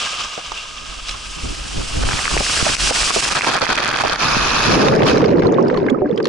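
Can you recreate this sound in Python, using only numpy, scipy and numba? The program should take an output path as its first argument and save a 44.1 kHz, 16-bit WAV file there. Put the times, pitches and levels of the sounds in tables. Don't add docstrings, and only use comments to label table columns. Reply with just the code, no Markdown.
import sys
import numpy as np
from scipy import signal
from scipy.fft import rfft, irfft, next_fast_len
from scipy.io import wavfile
from scipy.ndimage import uniform_filter1d, minimum_filter1d, map_coordinates
from numba import njit

SR = 44100
rng = np.random.default_rng(int(sys.argv[2]) if len(sys.argv) > 2 else 0)


def master(y):
    cut = np.clip(np.atleast_2d(y).T, -1, 1)
    pcm = np.round(cut * 32767)
    wavfile.write(sys.argv[1], SR, pcm.astype(np.int16))


N = 277124
T = np.arange(N) / SR


def undb(db):
    return 10 ** (np.asarray(db) / 20)


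def unit(x):
    return x / np.sqrt(np.mean(x[0] ** 2))


def toward(pan):
    return np.array([np.ones_like(pan), -np.clip(pan, -1, 1)])


def swell(table, fade_in_s, fade_out_s):
    s, db = np.transpose(table)
    times = [s[0] - fade_in_s, *s, s[-1] + fade_out_s]
    return undb(np.interp(T, times, [db[0] - 60, *db, db[-1] - 60]))


def envelope(full_s, db, attack_s, hold_s, fall_db_per_s):
    rise = np.clip(1 + (T - full_s) / attack_s, 0, 1)
    return rise * undb(db - fall_db_per_s * np.maximum(T - full_s - hold_s, 0))


def wobble(per_s):
    curve = map_coordinates(rng.standard_normal(8192), [T * per_s], order=2, mode="wrap")
    return curve / curve.std()


def shape(x, points):
    size = next_fast_len(N + 8192, True)
    hz, db = np.transpose(points)
    freqs = np.maximum(np.arange(size // 2 + 1) * SR / size, 1)
    gain = undb(np.interp(np.log(freqs), np.log(hz), db))
    cepstrum = irfft(np.log(gain), size)
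    cepstrum[1:size // 2] *= 2
    cepstrum[size // 2 + 1:] = 0
    return irfft(rfft(x, size) * np.exp(rfft(cepstrum)), size)[..., :N]


def colour(x, tone, stereo_width):
    mid, side = shape(x, tone)
    return unit(np.array([mid, shape(side, stereo_width)]))


def resonate(x, hz, band_hz):
    return signal.lfilter(*signal.iirpeak(hz, hz / band_hz, fs=SR), x)


def hiss():
    return rng.standard_normal((2, N))


@njit
def ring(start, hz, t60, glide, rise, weights):
    out = np.zeros((2, N))
    for k in range(len(start)):
        first, length = int(start[k] * SR), int(t60[k] * SR) + 2
        turn = 2j * np.pi * hz[k] / SR
        pole = np.exp(turn - 6.9 / length)
        bend = np.exp(turn * glide / length)
        step = min(hz[k] / SR / (rise + 1e-9), 1.)
        tone, onset = 1 + 0j, 0.
        for i in range(max(first, 0), min(first + length, N)):
            onset += (1 - onset) * step
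            out[0, i] += weights[k, 0] * onset * tone.imag
            out[1, i] += weights[k, 1] * onset * tone.imag
            tone *= pole
            pole *= bend
    return out


def grains(per_s, low_hz, high_hz, cycles, spread_db, glide=0, rise=0):
    when, pitch, chance, angle, sign = rng.random((int(per_s * N / SR), 5)).T
    hz = low_hz * (high_hz / low_hz) ** pitch
    size_db = -spread_db * np.log(np.maximum(chance, .02))
    mid = hz * np.sign(sign - .5) * undb(size_db)
    side = mid * np.sqrt(2) * np.cos(2 * np.pi * angle)
    weights = np.transpose([mid, side])
    return unit(ring(when * N / SR, hz, cycles / hz, float(glide), float(rise), weights))


def strike(s, db, hz, t60, glide, width, rise=0):
    side = width * rng.uniform(-1.8, 1.2, len(s))
    weights = np.transpose([undb(db), undb(db) * side])
    return ring(s, hz, np.full(len(s), t60), float(glide), float(rise), weights)


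def bursts(s, db, hz, t60, breadth, width):
    out = np.zeros((2, N + SR))
    age = np.arange(SR // 6) / SR
    for start, level_db, centre_hz, ring_s in np.broadcast(s, db, hz, t60):
        white = rng.standard_normal((2, len(age)))
        noise = unit(resonate(white, centre_hz, centre_hz * breadth))
        first = int(start * SR)
        out[:, first:first + len(age)] += noise * undb(level_db - 60 * age / ring_s)
    return out[:, :N] * [[1], [width]]


# (time [s], level [dB])
RUSH_LEVELS = [(0, -22), (.3, -30), (.7, -33.5), (1.2, -34.5), (1.88, -32), (2.08, -27.5), (2.38, -24.5),
               (2.52, -23), (3.02, -22), (3.28, -23.5), (3.37, -29), (3.41, -28), (3.54, -35.5)]
# (frequency [Hz], gain [dB])
FILM_TONE = [(100, -9.5), (320, -13.5), (660, -8), (820, -11), (980, -7), (1200, -2.5), (1400, -11),
             (1620, -2.5), (1830, -17), (2050, -11), (2400, -5), (2820, -2), (3300, -2), (4200, -9.5),
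             (5200, -6.5), (8000, -15.5), (11000, -47.5)]
# (frequency [Hz], gain [dB])
SPRAY_TONE = [(150, -7.5), (600, -33), (1300, -8), (2050, 3), (2700, 10.5), (3700, 6), (5300, 10.5),
              (6500, 6), (8300, 5), (9800, -2), (11200, -7)]
# (frequency [Hz], side gain [dB])
RUSH_WIDTH = [(60, -14.5), (130, -15), (290, -12.5), (600, -6.5), (1400, -7.5), (1900, -10), (2650, -3),
              (3600, -10), (5300, -9.5), (10000, -7)]
# (pitch [Hz], bandwidth [Hz], level against film [dB], pan [-1 left, 1 right])
SLIDE_RINGS = [(1257, 61, -10.5, 0.33), (2790, 260, -7.5, -0.5)]
# (time [s], level [dB])
JOINT_SQUIRTS = [(.21, -27.5), (.565, -35.5), (1.088, -27.5)]


def water_rush():
    fizz = grains(per_s=3000, low_hz=518, high_hz=10240, cycles=17, spread_db=1, glide=.34)
    film = colour(hiss() + undb(-1.5) * fizz, FILM_TONE, RUSH_WIDTH)
    for hz, band_hz, db, pan in SLIDE_RINGS:
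        hollow = unit(resonate(hiss(), hz, band_hz))[0]
        film += undb(db) * np.outer(toward(pan), hollow)
    film *= undb(-.67 + .93 * wobble(45.2))
    spray = colour(hiss(), SPRAY_TONE, RUSH_WIDTH) * undb(4.5 + wobble(60))
    spray_share = np.interp(T, [.79, 2.93], [.047, .83])
    water = np.sqrt(1 - spray_share) * film + np.sqrt(spray_share) * spray
    squirts = sum(envelope(s, db, attack_s=.033, hold_s=.0042, fall_db_per_s=330)
                  for s, db in JOINT_SQUIRTS)
    return water * np.hypot(swell(RUSH_LEVELS, .1, .53), squirts)


# (time [s], level [dB])
FLOW_LEVELS = [(0, -48), (.8, -38.5), (1.2, -34.5), (1.5, -32.5), (2.0, -25.5), (2.25, -29.5),
               (2.95, -29.5), (3.5, -38), (4.15, -43.5), (4.35, -32), (4.8, -27.5), (5.4, -45), (6.28, -53)]
# (time [s], level [dB])
GUST_HITS = [(.51, -35.5), (.83, -33.5), (1.14, -30.5), (1.36, -36), (1.52, -27.5), (1.78, -24.5),
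             (2.09, -24), (2.36, -21), (2.5, -48), (2.63, -26), (2.85, -27), (3.17, -30), (3.72, -32),
             (4.06, -24.5), (4.26, -31), (4.37, -28), (5.4, -34), (5.74, -32), (6.02, -46)]
# (frequency [Hz], gain [dB])
WIND_TONE = [(15, -4.5), (28, -3.5), (45, 0.5), (70, -6), (130, -13), (220, -18.5), (400, -27), (900, -35),
             (8000, -101)]
# (frequency [Hz], side gain [dB])
WIND_WIDTH = [(50, -14.5), (90, -7), (140, -5), (290, 10), (600, 8.5)]


def wind():
    gusts = sum(envelope(s, db, attack_s=.077, hold_s=.005, fall_db_per_s=149) for s, db in GUST_HITS)
    flow = np.hypot(swell(FLOW_LEVELS, .1, .1), gusts)
    swirls = colour(hiss(), WIND_TONE, WIND_WIDTH) * undb(2 * wobble(45) + 3 * wobble(10.99))
    slow = shape(swirls, [(45, -1), (110, -13.5), (300, -6.5)])
    strength = np.minimum(flow / undb(-25), 1)
    return (slow + strength * (swirls - slow)) * flow * undb(-.5)


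# (time [s], level [dB], pitch [Hz], base ring time [s])
SLAP_HITS = [(0.377, -18, 650, 0.053), (.519, -15.5, 1100, 0.028), (1.142, -25, 1100, 0.13),
             (1.78, -20.5, 195, 0.036), (2.036, -4.5, 760, 0.01), (2.34, -19, 298, 0.027),
             (2.367, 0, 410, 0.014), (2.406, 0.5, 656, 0.019), (2.626, -5, 134, 0.019),
             (2.665, -3.5, 670, 0.032), (2.696, -13, 270, 0.017), (2.909, 4.5, 634, 0.027),
             (3.105, 4.5, 1190, 0.03), (3.162, -1.5, 605, 0.042), (3.351, -8, 1090, 0.033),
             (3.468, -9, 970, 0.046), (3.503, -16, 1100, 0.021), (3.554, 6, 780, 0.013),
             (3.626, -2.5, 600, 0.026), (4, 4.5, 1164, 0.04), (4.037, -6.5, 710, 0.03),
             (4.049, -4.5, 550, 0.026), (4.096, -10.5, 683, 0.03), (4.367, -9, 135, 0.021)]


def slaps():
    s, db, hz, base_t60 = np.transpose(SLAP_HITS)
    body = strike(s, db - 3, hz, base_t60 * .35, glide=-.1, width=.4)
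    crack = strike(s, db - 6.5, hz * 2, t60=.0076, glide=-.15, width=.36)
    slosh = bursts(s, db - 7.5, hz, base_t60 * 1.53, breadth=.35, width=.85)
    thud = bursts(s, db - 34, hz / 3, base_t60 * 3.7, breadth=.94, width=.88)
    splash = shape(slosh + thud, [(50, 14), (150, 8), (1800, -3.5), (5000, 6), (10000, -12)])
    return body + crack + splash


# (time [s], level [dB], pitch [Hz])
WHISTLING_SQUIRTS = [(.568, -28.5, 2750), (1.1, -39, 2810)]


def squeaks():
    s, db, hz = np.transpose(WHISTLING_SQUIRTS)
    return bursts(s, db, hz, t60=.3, breadth=.025, width=.38)


# (time [s], level [dB])
JOINT_SPITS = [(1.084, -20), (1.0922, -15), (1.111, -22)]


def spits():
    s, db = np.transpose(JOINT_SPITS)
    crisp = bursts(s, db, hz=3050, t60=.026, breadth=.92, width=.34)
    return shape(crisp, [(6000, -2), (10000, -17)])


# (time [s], level [dB])
SPATTER_LEVELS = [(1.9, -38.5), (2.1, -29.5), (3.25, -26.5), (3.42, -22.5), (3.8, -20.5), (4.08, -24),
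                  (4.18, -27)]
# (frequency [Hz], gain [dB])
SPATTER_TONE = [(60, -19), (120, -5), (400, -7), (800, -5), (1200, -2), (1600, 0), (2050, -11.5),
                (2500, -2), (2850, -12), (3250, -5), (3800, -10), (4600, -7), (5400, -14.5), (6500, -16.5),
                (8300, -28), (11000, -25)]
# (frequency [Hz], side gain [dB])
SPLASH_WIDTH = [(60, -22), (150, -17.5), (330, -0.5), (800, -2.5), (1400, -8), (1900, -1.5), (2400, -5.5),
                (3800, -2), (6200, 2), (9000, -8)]
# (start [s], level [dB], hold [s])
WATER_SHEETS = [(3.352, -24, .03), (3.424, -18, 0.019), (3.47, -13, 0.013), (3.5, -17, 0.017),
                (3.558, -10, 0.022), (3.628, -16.5, 0.014), (3.665, -16, 0.021), (3.689, -16, 0.027),
                (3.773, -19, 0.029), (3.833, -26.5, 0.03), (3.901, -23.5, 0.016), (3.936, -21.5, 0.035),
                (4.005, -10, 0.0061), (4.104, -32, .012)]


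def spatter():
    fine = grains(per_s=2400, low_hz=220, high_hz=11000, cycles=5, spread_db=3.5)
    fat = grains(per_s=260, low_hz=750, high_hz=2000, cycles=10, spread_db=2.5, rise=.4)
    mist = undb(-7) * hiss()
    patter = colour((fine + mist) * undb(.3 * wobble(210)), SPATTER_TONE, SPLASH_WIDTH)
    knocks = fat * [[1], [.5]] * undb(-6.5)
    attack_s = .0017
    sheets = sum(envelope(s + attack_s, db, attack_s, hold_s, fall_db_per_s=900)
                 for s, db, hold_s in WATER_SHEETS)
    gushes = undb(2.8 * wobble(70)) * swell(SPATTER_LEVELS, 4.2, .062)
    return (patter + knocks) * np.hypot(gushes, sheets)


# (time [s], level [dB])
SPLAT_HITS = [(2.089, -8.5), (2.111, -11), (2.132, -10), (2.1914, -8.5), (2.243, -10), (2.2548, -2),
              (2.2791, 2.5), (2.376, 2), (2.4646, -10), (2.59, -8.5), (2.6917, -8), (2.925, -9),
              (3.0315, -8), (3.252, -1), (3.3535, -15), (3.363, -14), (3.4096, 5.5), (3.4195, 0),
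              (3.432, -7.5), (3.445, -5), (3.476, -15), (3.519, -14), (3.555, -2), (3.572, -10),
              (3.617, -12), (3.654, -7), (3.667, 3.5), (3.787, -1), (3.831, -9), (3.845, -8), (3.864, -10),
              (3.88, -23), (3.964, -15), (4.011, 3), (4.106, -17), (4.152, -17), (4.157, -17)]


def splats():
    s, db = np.transpose(SPLAT_HITS)
    hz = 1630 * np.exp(.12 * rng.standard_normal(len(s)))
    smacks = strike(s, db - 1, hz, t60=.00455, glide=0, width=.5)
    scatter = bursts(s, db - 3.5, hz, t60=.0091, breadth=.99, width=.8)
    return shape(smacks + scatter, [(400, -4.5), (1100, 0), (2600, 1), (3500, -16.5), (10000, -17)])


# (time [s], level [dB], pan [-1 left, 1 right])
PORT_HITS = [(2.269, 0, .2), (2.382, -0.5, .5), (2.753, 7.5, -0.78), (2.7675, 7, -0.42), (3.114, 4, -.4),
             (3.207, 3, 0.24), (3.291, 2.5, -.2), (3.334, 2, -.3), (3.393, 3.5, 0), (3.3982, -1, .4),
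             (3.42, 3, .2), (3.451, -1.5, .1), (3.465, -7, .3), (3.5664, 8, -.5), (3.588, 1, 0),
             (3.656, 0, 0.094), (3.707, -5, .3), (3.756, 0, 0), (3.972, 0.5, 0.049), (4.019, 0.5, 0),
             (4.0822, -1, .4)]
# (pitch [Hz], level [dB], ring time [s])
PORT_RINGS = [(2550, -4.5, 0.0052), (5370, -2, 0.0018)]


def port_drops():
    s, db, pan = np.transpose(PORT_HITS)
    cracks = np.zeros((2, N))
    for hz, ring_db, t60 in PORT_RINGS:
        weights = (toward(pan) * undb(db + ring_db)).T
        cracks += ring(s, np.full(len(s), hz), np.full(len(s), t60), glide=0., rise=0., weights=weights)
    return cracks


def stray_drops():
    ticks = grains(per_s=80, low_hz=2000, high_hz=8000, cycles=5, spread_db=2.2)
    run_out = envelope(full_s=3.25, db=-31, attack_s=.02, hold_s=.65, fall_db_per_s=89)
    return ticks * [[1], [.5]] * run_out


# (time [s], level [dB], hold [s], fade [s])
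FOAM_SURGES = [(4.211, -18, 0.64, 0.55), (4.643, -30.5, 0.16, 0.4), (5.078, -17.5, 0.031, 0.13),
               (5.17, -32.5, 0.029, 0.11)]
# (frequency [Hz], gain [dB])
FOAM_TONE = [(100, -10.5), (180, -11), (400, -9.5), (800, -6), (1220, -0.5), (1650, -4), (2050, -11.5),
             (2560, -2.5), (2850, -10.5), (3500, -10), (5000, -10.5), (6500, -17), (8400, -34.5),
             (10700, -26.5)]


def plunge():
    foam = grains(per_s=4000, low_hz=119.2, high_hz=10800, cycles=32, spread_db=0, glide=.049)
    churn = undb(.4 * wobble(70))
    roar = colour((foam + undb(1.5) * hiss()) * churn, FOAM_TONE, SPLASH_WIDTH)
    surges = sum(envelope(s, db, attack_s=.037, hold_s=hold_s, fall_db_per_s=60 / fade_s)
                 for s, db, hold_s, fade_s in FOAM_SURGES)
    return roar * surges


# (time [s], level [dB])
POCKET_LEVELS = [(4.24, -28.5), (4.38, -36), (4.62, -30.5), (4.72, -16), (5.4, -22.5), (5.6, -38)]
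# (frequency [Hz], gain [dB])
POCKET_TONE = [(30, -17), (75, -13), (130, -4), (190, -7.5), (300, -6), (700, -33.5), (6000, -100)]
# (frequency [Hz], side gain [dB])
UNDERWATER_WIDTH = [(60, -26.5), (250, -3), (480, -7), (780, 4.5), (1100, 3), (1600, -3.5), (2600, -6),
                    (5500, -0.5), (9000, -12)]


def air_pocket():
    throbs = grains(per_s=330, low_hz=56, high_hz=303, cycles=13.6, spread_db=4, glide=.1, rise=.077)
    return colour(throbs, POCKET_TONE, UNDERWATER_WIDTH) * swell(POCKET_LEVELS, .11, .4)


SUBMERGED_S = 4.655
# (frequency [Hz], gain [dB])
BOOM_TONE = [(30, -40), (70, -11), (160, -0.5), (260, -1.5), (420, 1), (540, 0), (680, -13), (1000, -20.5),
             (1800, -36), (9000, -92)]


def bubble_boom():
    big = grains(per_s=800, low_hz=88, high_hz=1000, cycles=25, spread_db=.8, glide=.22, rise=.15)
    boom = colour(big, BOOM_TONE, UNDERWATER_WIDTH) * undb(wobble(12))
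    dull = shape(boom, [(130, -4.5), (400, 3), (620, -3)])
    dull_share = np.clip((T - SUBMERGED_S) / 1.2, 0, 1)
    level = envelope(SUBMERGED_S + .073, db=-11, attack_s=.073, hold_s=.4, fall_db_per_s=10.5)
    return (boom + dull_share * (dull - boom)) * level


# (frequency [Hz], gain [dB])
FIZZ_TONE = [(400, 12), (1100, 2.5), (1600, 0), (2400, -8), (3500, -14.5), (5200, -13), (7000, -25),
             (8500, -44), (11000, -15.5)]


def bubble_fizz():
    small = grains(per_s=1000, low_hz=600, high_hz=3000, cycles=20, spread_db=2.8, glide=.04, rise=1.4)
    tiny = grains(per_s=2400, low_hz=2200, high_hz=7600, cycles=22, spread_db=3.5, glide=.03, rise=2.5)
    clusters = tiny * undb(1 + 3 * wobble(40) + 3 * wobble(260))
    foam = undb(-11) * hiss()
    fine_fade = undb(-7 * np.maximum(T - SUBMERGED_S - .5, 0))
    fizz = colour(small + fine_fade * (clusters + foam), FIZZ_TONE, UNDERWATER_WIDTH)
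    return fizz * envelope(SUBMERGED_S + .14, db=-18, attack_s=.14, hold_s=0, fall_db_per_s=17)


# (time [s], level [dB], pitch [Hz])
AIR_POPS = [(4.8835, -6, 2500), (4.951, -9, 4900), (5.0193, -12, 2600), (5.032, -10, 3045),
            (5.0457, -21, 2500), (5.066, -12.5, 3300), (5.085, -5, 2830), (5.097, -7, 3200),
            (5.143, -19, 2540), (5.172, -8.5, 3000), (5.205, -24, 1300), (5.2176, -15.5, 3000),
            (5.242, -10.5, 2600), (5.421, -18.5, 2320), (5.681, -31, 3600), (5.7, -18.5, 1585),
            (5.744, -23, 2310), (5.773, -19.5, 2400), (5.864, -21.5, 1400), (5.897, -21, 3300),
            (6.176, -18.5, 2960), (6.201, -22, 1300), (6.255, -11.5, 3650), (6.27, -15, 4800)]


def pops():
    s, db, hz = np.transpose(AIR_POPS)
    crackle = bursts(s, db - 4.5, hz, t60=.028, breadth=.88, width=.62)
    flooded_tone = [(300, -7), (1000, 13), (5200, -8.5), (7200, -15.5), (8600, -24), (11000, -16.5)]
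    return shape(crackle, flooded_tone)


# (time [s], level [dB], pitch [Hz])
NEAR_BUBBLES = [(4.884, -4, 3560), (4.89, -5, 525), (4.951, -21, 5270), (4.961, -9, 4930),
                (4.967, 2.5, 428), (5.085, -3, 3100), (5.172, -11, 3930), (5.18, -14, 5500),
                (5.254, -0.5, 440), (5.282, -23, 4000), (5.304, -35, 4270), (5.34, -1, 338),
                (5.372, -24, 4300), (5.393, -24, 4020), (5.422, -20, 1590), (5.454, -16.5, 985),
                (5.46, -7, 395), (5.469, -18, 4120), (5.522, -24, 6500), (5.543, -21.5, 3580),
                (5.547, -13, 410), (5.584, -11, 1060), (5.592, -7, 373), (5.627, -24, 5300),
                (5.658, -6.5, 365), (5.683, -19, 4900), (5.741, -9.5, 474), (5.742, -26, 4030),
                (5.749, -16.5, 1096), (5.773, -18.5, 4220), (5.776, -17, 1005), (5.811, -9, 365),
                (5.825, -22, 574), (5.857, -7.5, 280), (5.884, -14, 1600), (5.886, -16.5, 2090),
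                (5.9, -19.5, 3350), (5.902, -21.5, 6900), (5.917, -3.5, 250), (5.946, -19.5, 1245),
                (6.055, -6.5, 290), (6.058, -23.5, 1600), (6.092, -35, 4200), (6.104, -8, 455),
                (6.112, -28, 3420), (6.124, -10.5, 197), (6.161, -28.5, 4940), (6.177, -18, 3200),
                (6.184, -9.5, 440), (6.201, -9, 425), (6.228, -21, 4800), (6.244, -17, 4260),
                (6.255, -8.5, 4300)]


def near_bubbles():
    s, db, hz = np.transpose(NEAR_BUBBLES)
    t60 = .15 / (1 + hz / 480)
    rings = strike(s, db, hz, t60, glide=.11, width=.77, rise=.5)
    rings = shape(rings, [(1800, 0), (3500, -3.5), (7300, -6), (8800, -20)])
    small = hz > 2800
    crackle = bursts(s[small], db[small] - 12, hz[small], t60=.018, breadth=.55, width=.6)
    return rings + shape(crackle, [(6500, -5), (8800, -13)])


# (pitch [Hz], level [dB], ring time [s])
GULP_RINGS = [(149, -1.5, 0.031), (374, -0.5, 0.1), (581, -7.5, 0.12), (726, -13.5, 0.12)]


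def gulp():
    hz, db, t60 = np.transpose(GULP_RINGS)
    start_s = np.full(len(hz), 6.019)
    return strike(start_s, db, hz, t60, glide=.066, width=1, rise=.59)


# (frequency [Hz], right minus left [dB])
PORT_BALANCE = [(60, 1), (140, -2), (280, 0), (480, 2), (1130, 3), (2000, 2), (3600, 0.5), (11000, 0.6)]


def scene():
    slide = water_rush() + wind() + slaps() + squeaks() + spits()
    thrown_water = spatter() + splats() + port_drops() + stray_drops()
    pool = plunge() + air_pocket() + bubble_boom() + bubble_fizz() + pops() + near_bubbles() + gulp()
    mid, side = slide + thrown_water + pool
    left = shape(mid + side, [(hz, -db / 2) for hz, db in PORT_BALANCE])
    right = shape(mid - side, [(hz, db / 2) for hz, db in PORT_BALANCE])
    return np.array([left, right])


def limiter(x, ceiling_db, release_db_per_s):
    peak = np.maximum(np.abs(x[0] + x[1]), np.abs(x[0] - x[1])) / 2
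    over_db = np.maximum(20 * np.log10(peak + 1e-9) - ceiling_db, 0)
    cut_db = np.maximum.accumulate(over_db + release_db_per_s * T) - release_db_per_s * T
    early_gain_db = minimum_filter1d(-cut_db, size=111)
    return x * undb(uniform_filter1d(early_gain_db, size=55))


# (pitch [Hz], bandwidth [Hz], boost [dB])
CASE_RINGS = [(1214, 42, 2.5), (4900, 120, 0.5)]


def record(dry):
    case = sum((undb(db) - 1) * resonate(dry, hz, band_hz) for hz, band_hz, db in CASE_RINGS)
    limited = limiter(dry + case, ceiling_db=-6, release_db_per_s=344)
    top_hz = 11050
    return signal.sosfilt(signal.ellip(10, .2, 70, top_hz, fs=SR, output="sos"), limited)


dry = scene()
out = record(dry)
master(out)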